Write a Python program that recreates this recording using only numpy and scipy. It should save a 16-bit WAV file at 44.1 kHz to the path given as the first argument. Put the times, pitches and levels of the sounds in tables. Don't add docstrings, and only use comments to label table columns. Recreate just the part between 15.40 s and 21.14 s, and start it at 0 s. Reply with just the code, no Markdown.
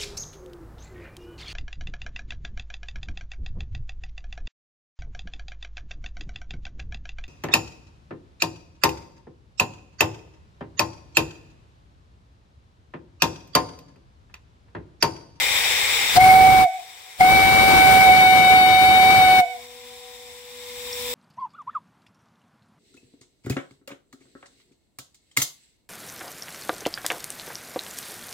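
import sys
import numpy as np
from scipy import signal
from scipy.fft import rfft, irfft
from scipy.io import wavfile
from scipy.ndimage import uniform_filter1d, minimum_filter1d

SR = 44100
rng = np.random.default_rng(int(sys.argv[2]) if len(sys.argv) > 2 else 0)


def gain_from_db(level_db):
    decades = np.asarray(level_db, float) / 20
    return 10 ** decades


def dump_mix(stems):
    frames = np.atleast_2d(stems).T
    limited = np.clip(frames, -1, 1)
    pcm = np.round(limited * 32767).astype(np.int16)
    wavfile.write(sys.argv[1], SR, pcm)


N = 253134
T = np.arange(N) / SR

# time_s, pitch_hz, note_db, flow_db
BLASTS = [
    [(0.785, 732, -9.5, -44), (0.795, 736, -13, -36), (0.809, 751, -11.5, -30), (0.873, 753.5, -10, -30),
     (1.051, 757, -9.5, -32.5), (1.209, 753.7, -13, -32.5), (1.24, 750.5, -12, -38.5)],
    [(1.81, 753, -7.5, -31), (1.82, 737.6, -11, -36.5), (1.91, 762, -15.5, -32), (2.16, 763, -18, -31.5),
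     (2.49, 758, -13.5, -30), (2.57, 755.7, -13.5, -31.5), (2.62, 760.8, -15.5, -30),
     (2.7, 746.4, -11, -34.5), (2.76, 752.6, -16.5, -33.5), (2.93, 748.7, -15, -34.5),
     (3.04, 751, -18, -35), (3.12, 752.3, -13.5, -35), (3.23, 748.5, -16.5, -37), (3.63, 752.7, -14, -35.5),
     (3.73, 760, -14, -34.5), (3.84, 748.5, -14, -35.5), (3.98, 749.4, -16, -35), (4.0, 740, -13, -35)],
]
# multiple, level_db (against partial 5), left_right_db, left_lead_rad
UPPER = [(4, -4.5, 22, -2.5), (5, 0, 12, 3.5), (6, -8, 28, 2)]
# time_s, then left_lead_rad of partials 1, 2, 3
LEADS = [(1.0, 0.39, 0.55, -0.68), (2.3, .92, 0.13, -1.6), (3.2, 0.58, 1.9, -2.2), (3.8, 0.51, 1.35, -1.77)]
# time_s, then left_right_db of partials 1, 2, 3
PANS = [(1.0, -4, -2, 4.6), (2.3, -5.5, 9, 3.8), (3.0, -5.5, 4, 6.2), (3.8, -2.5, 0, 7)]
# delay_s, level_db, left_right_db (added to the swapped ports)
ECHOES = [(.048, -16.5, -1.5), (.09, -28.5, 3), (.128, -19, -5.5), (.165, -33, 16.5), (.19, -45, -12),
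          (.235, -40.5, -8), (.28, -41, -3)]
# delay_s, level_db
FAR_ECHOES = [(.62, -62), (.76, -48), (.88, -46), (1.06, -54)]
# frequency_hz, relative_db (per Hz)
JET = [(300, -9), (700, -3.5), (2000, 2), (4000, 0.5), (6000, -6), (9000, 3), (12000, -2), (15500, -2)]
# frequency_hz, left_right_db
JET_PAN = [(300, -10), (3000, 3), (8000, 2.5), (15000, -2)]
# time_s, level_db, half_length_s (standard deviation)
SPITS = [(0.768, -43.5, 0.0052), (1.808, -39, 0.0063)]
# frequency_hz, relative_db (per Hz)
PORT = [(20, -25), (50, 6), (90, -0.5), (400, -6.5), (1000, -8), (3000, -11), (6000, -12.5), (10000, -30.5)]
# frequency_hz, relative_db (per Hz)
LEAK = [(30, -15), (64, -12.5), (150, -21), (300, -21), (490, -7), (630, -14.5), (850, -4.5), (1400, -12),
        (2150, 2.5), (2870, -5.5), (3650, -2.5), (4300, -8.5), (7600, -10), (15500, -14.5)]
# frequency_hz, width_hz, lift_db
LEAK_MODES = [(795, 150, 1.5), (2127, 44, 5.5), (2427, 39, 11.5), (3110, 56, 3), (3475, 37, 13),
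              (3720, 125, 9), (4050, 27, 4), (4630, 39, 7.5), (5160, 150, 6.5), (5670, 91, 10.5),
              (7510, 350, 7), (7760, 45, 10.5), (9600, 190, 9)]
# frequency_hz, change_db
LEAK_GAP = [(60, 4), (500, -1), (1000, 1.5), (2200, -2.5), (3700, -1.5), (8000, 1.5), (15000, 0)]
# frequency_hz, change_db
LEAK_LATER = [(60, 5), (500, -3), (1000, -1.5), (2200, -3), (3700, 1), (8000, 0), (13500, 1.5), (15500, 1)]
# frequency_hz, left_right_db
LEAK_PAN = [(60, 11), (99, 17), (160, 2), (270, 4), (450, 2), (740, 0.5), (1220, 7), (2010, 5.5),
            (3330, 5.5), (5500, 5), (9080, -2.5), (15000, -3)]
# frequency_hz, likeness (-1 to 1)
LEAK_SAME = [(60, 1), (180, 0.81), (550, 1), (1650, -0.58), (4970, -0.097), (15000, 0.29)]
# frequency_hz, level_db, left_right_db, width_hz, fuzz (ratio)
HUM = [(242, -69, 3.5, 25, 0.98), (490, -47.5, 3, 4.5, 0.052), (993, -64.5, 5.5, 42, 0.74)]
# time_s, level_db
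TICK = [(5.5262, -36), (5.5285, -38), (5.5299, -28)]
# frequency_hz, level_db, t60_s
TICK_MODES = [(4600, -8, .012), (5330, 0, .014), (5480, -12, .08)]
# frequency_hz, width_hz, left_db, right_db
MIC_DIPS = [(6400, 410, -17.5, 1), (10670, 1710, -13.5, -7)]

USUAL_NOTE_DB, USUAL_FLOW_DB = -14, -34
FIRST = USUAL_NOTE_DB, 1, 0, 0
SECOND = -34.5, 0.02, 1.22, -6
THIRD = -22, -0.02, 0.45, -3.5
FIFTH = -34.5, -0.2, -0.68, -12
BREATH = -34.5, -0.7, 2, 3.5
HISS = -26.5, 0.12, 0.86, -1.5
RUMBLE = -22, -0.01, 0.62, -1.9
# swell_1_db_s, swell_2_db_s, dying_db_s
FIRST_SLOPES, WEAK_SLOPES = (1700, 2400, 66), (700, 2000, 778)

CLOSING_S = 0.052, 0.075
OPENING_S = 0.036


def evened(x):
    return x / np.sqrt(np.mean(np.abs(x) ** 2) + 1e-20)


def read(points, hz):
    f, value = np.transpose(points)
    return np.interp(np.log(hz + 1), np.log(f + 1), value)


def track(rows):
    s, *columns = np.transpose(rows)
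    return [np.interp(T, s, column) for column in columns]


def wobble(width_hz):
    r = np.exp(-np.pi * width_hz / SR)
    z = rng.standard_normal(N) + 1j * rng.standard_normal(N)
    once = signal.lfilter([1], [1, -r], z)
    return evened(signal.lfilter([1], [1, -r], once))


def pair(tone, pan_db, lead_rad):
    left = gain_from_db(pan_db) * np.exp(1j * lead_rad) * np.ones(N)
    ports = np.array([left, np.ones(N)])
    mean_size = np.maximum(abs(left + 1), 0.5) / 2
    return np.sqrt(2) * (ports / mean_size * tone).real


def hiss(db, pan, same, patchy_db, swell_db):
    frames, hz = N // 256 + 5, np.fft.rfftfreq(1024, 1 / SR)[:, None]
    a, b, c, d, patches = rng.standard_normal((frames, 513, 5)).T
    patches = uniform_filter1d(patches, size=10, axis=0)
    patches = evened(uniform_filter1d(patches, size=8, axis=1))
    swell = evened(uniform_filter1d(rng.standard_normal(frames), size=6))
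    right, like = a + 1j * b, np.clip(same(hz), -1, 1)
    lag = np.exp(-2j * np.pi * hz * 0.000197)
    left = like * right * lag + np.sqrt(1 - like ** 2) * (c + 1j * d)
    side = gain_from_db(read(pan, hz) / 2)
    z = np.array([left * side, right / side])
    s = (np.arange(frames) * 256 / SR)[None]
    z *= gain_from_db(db(hz, s) + patchy_db * patches + swell_db * swell)
    return evened(signal.istft(z, nperseg=1024, noverlap=768)[1][:, :N])


def played(law, slopes, flicker_db=0, opening_db=(0, 0)):
    usual_db, by_note, by_flow, cold_db = law
    out_db = np.full(N, -200.)
    for rows, swell, cold, first_db, closing in zip(BLASTS, slopes, (1, 0), opening_db, CLOSING_S):
        s, _, note, flow = np.transpose(rows)
        db = usual_db + by_note * (note - USUAL_NOTE_DB) + by_flow * (flow - USUAL_FLOW_DB) + cold * cold_db
        before, after = np.maximum(s[0] - T, 0), np.maximum(T - s[-1], 0)
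        first = first_db * np.exp(-np.maximum(T - s[0], 0) / OPENING_S)
        dying = slopes[-1] * after + 20 * (after / closing) ** 2
        out_db = np.maximum(out_db, np.interp(T, s, db) + first - swell * before - dying)
    return gain_from_db(out_db + flicker_db * np.sqrt(2) * wobble(12.8).real)


def whistle():
    wavering = 1.563 * wobble(19.1).real
    turn = 2 * np.pi * np.cumsum(pitch() + wavering) / SR
    pans, leads = track(PANS), track(LEADS)
    pans[0] = pans[0] + sum(5.5 * np.exp(-((T - rows[0][0]) / 0.1) ** 2) for rows in BLASTS)
    sizes = (played(FIRST, FIRST_SLOPES),
             played(SECOND, WEAK_SLOPES, flicker_db=1.26),
             played(THIRD, (1700, 2400, 600), flicker_db=0.96, opening_db=(-7, -7)))
    out = 0
    for k, (size, rough) in enumerate(zip(sizes, (0.07, 0.2, 0.09))):
        flutter = 1 + rough * wobble(135)
        out = out + pair(size * flutter * np.exp(1j * (k + 1) * turn), pans[k], leads[k])

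    fifth = played(FIFTH, WEAK_SLOPES, flicker_db=0.86, opening_db=(-34, -34))
    for k, db, pan_db, lead in UPPER:
        tone = fifth * gain_from_db(db) * (1 + 0.35 * wobble(41)) * np.exp(1j * round(k) * turn)
        out = out + pair(tone, pan_db, lead)

    flat = sum(np.exp(-abs(T - rows[0][0]) / OPENING_S) for rows in BLASTS)
    mode_hz = 2186 - 69.7 * flat
    breath = wobble(55) * np.exp(2j * np.pi * np.cumsum(mode_hz) / SR)
    breath_size = played(BREATH, (900, 2400, 600), flicker_db=0.5, opening_db=(2, 16.5))
    return out + pair(breath_size * breath, 5.3, -2.1)


def pitch():
    gap = (BLASTS[0][-1][0] + BLASTS[1][0][0]) / 2
    out = np.zeros(N)
    for rows, here, closing, sag_hz in zip(BLASTS, (T < gap, T >= gap), CLOSING_S, (84.87, 59)):
        s, hz = np.transpose(rows)[:2]
        before, after = np.clip(s[0] - T, 0, 0.04), np.clip((T - s[-1]) / closing, 0, 1.3)
        scoop_hz = 30040 * before ** 2
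        out += here * (np.interp(T, s, hz) - scoop_hz - sag_hz * after)
    return out


def jet():
    noise = hiss(lambda hz, s: read(JET, hz), JET_PAN, lambda hz: 0.45 + 0 * hz, patchy_db=1.2, swell_db=0.3)
    spits = sum(gain_from_db(db) * np.exp(-((T - s) / half) ** 2 / 2) for s, db, half in SPITS)
    spit = pair(spits * wobble(1100) * np.exp(2j * np.pi * 4800 * T), 2.9, -1.4)
    return played(HISS, (330, 750, 650)) * noise + spit


def port():
    def shape(hz, s):
        deeper = 7.7 * np.clip(2.8 - s, 0, 1) / (1 + (hz / 130) ** 2)
        return read(PORT, hz) + deeper

    pan = [(50, 12), (600, 26.8), (5000, 10.0)]  # frequency_hz, left_right_db
    noise = hiss(shape, pan, lambda hz: 0 * hz, patchy_db=0.98, swell_db=-1.2)
    return played(RUMBLE, (700, 1500, 1000)) * noise


def walls(x):
    out = np.zeros_like(x)
    for s, db, pan_db in ECHOES:
        late = round(s * SR)
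        out[:, late:] += gain_from_db(db + np.array([[0.5], [-0.5]]) * pan_db) * x[::-1, :-late]
    return signal.lfilter(*signal.butter(2, 3300, fs=SR), out)


def street(x):
    out = np.zeros(N)
    for s, db in FAR_ECHOES:
        late = round(s * SR)
        out[late:] += gain_from_db(db) * x.mean(0)[:-late]
    dull = signal.sosfilt(signal.butter(4, 1100, fs=SR, output="sos"), out)
    return gain_from_db(np.array([[0.5], [-0.5]]) * 12.5) * dull


def leak():
    def shape(hz, s):
        modes = sum(db / (1 + (2 * (hz - f) / width) ** 2) for f, width, db in LEAK_MODES)
        brighter = 9.0 * np.maximum(s - 5.1, 0) * (hz / 14000) ** 2
        later = read(LEAK_GAP, hz) * (s > BLASTS[0][0][0]) + read(LEAK_LATER, hz) * (s > BLASTS[1][0][0])
        return read(LEAK, hz) + modes + later + brighter

    noise = hiss(shape, LEAK_PAN, lambda hz: read(LEAK_SAME, hz), patchy_db=0.5, swell_db=-0.5)
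    return gain_from_db(-42.5) * noise


def hum():
    on = np.clip(T - 3.0, 0, 1)
    out = 0
    for hz, db, pan_db, width, fuzz in HUM:
        tone = (1 + fuzz * wobble(width)) * np.exp(2j * np.pi * hz * T)
        out = out + pair(on * gain_from_db(db) * tone, pan_db, 0.12)
    return out


def tick():
    out = 0
    for s, db in TICK:
        age = np.maximum(T - s, 0)
        ring = 0
        for hz, mode_db, t60 in TICK_MODES:
            ring = ring + gain_from_db(db + mode_db - 60 * age / t60) * np.sin(2 * np.pi * hz * age)
        out = out + (1 - np.exp(-age / 0.0003)) * ring
    return out


def scene():
    tone = whistle()
    return tone + walls(tone) + street(tone) + jet() + port() + leak() + hum() + tick()


def microphones(x):
    hz = np.fft.rfftfreq(2 * N, 1 / SR)
    dips_db = sum(np.array(db)[:, None] / (1 + (2 * (hz - f) / width) ** 2) for f, width, *db in MIC_DIPS)
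    band = (hz < 15780) * hz ** 2 / np.sqrt(hz ** 4 + 55 ** 4)
    return irfft(rfft(x, 2 * N) * gain_from_db(dips_db) * band)[:, :N]


def top_cut(x):
    return signal.sosfilt(signal.butter(12, 17070, fs=SR, output="sos"), x)


def record(dry):
    dry = microphones(dry)
    power = uniform_filter1d((dry ** 2).mean(0), size=200, origin=99)
    power_db = 10 * np.log10(abs(power) + 1e-12)
    wanted_db = np.clip(-15.5 - power_db, 0, 22.5)
    hold = round(1.02 * SR)
    held_db = minimum_filter1d(wanted_db, size=hold, origin=(hold - 1) // 2, mode="nearest")
    rise_db = T * 18.5
    boost_db = np.minimum.accumulate(held_db - rise_db) + rise_db
    boost_db = uniform_filter1d(boost_db, size=360, origin=179, mode="nearest")
    return top_cut(dry * gain_from_db(boost_db))


dry = scene()
out = record(dry)
dump_mix(out)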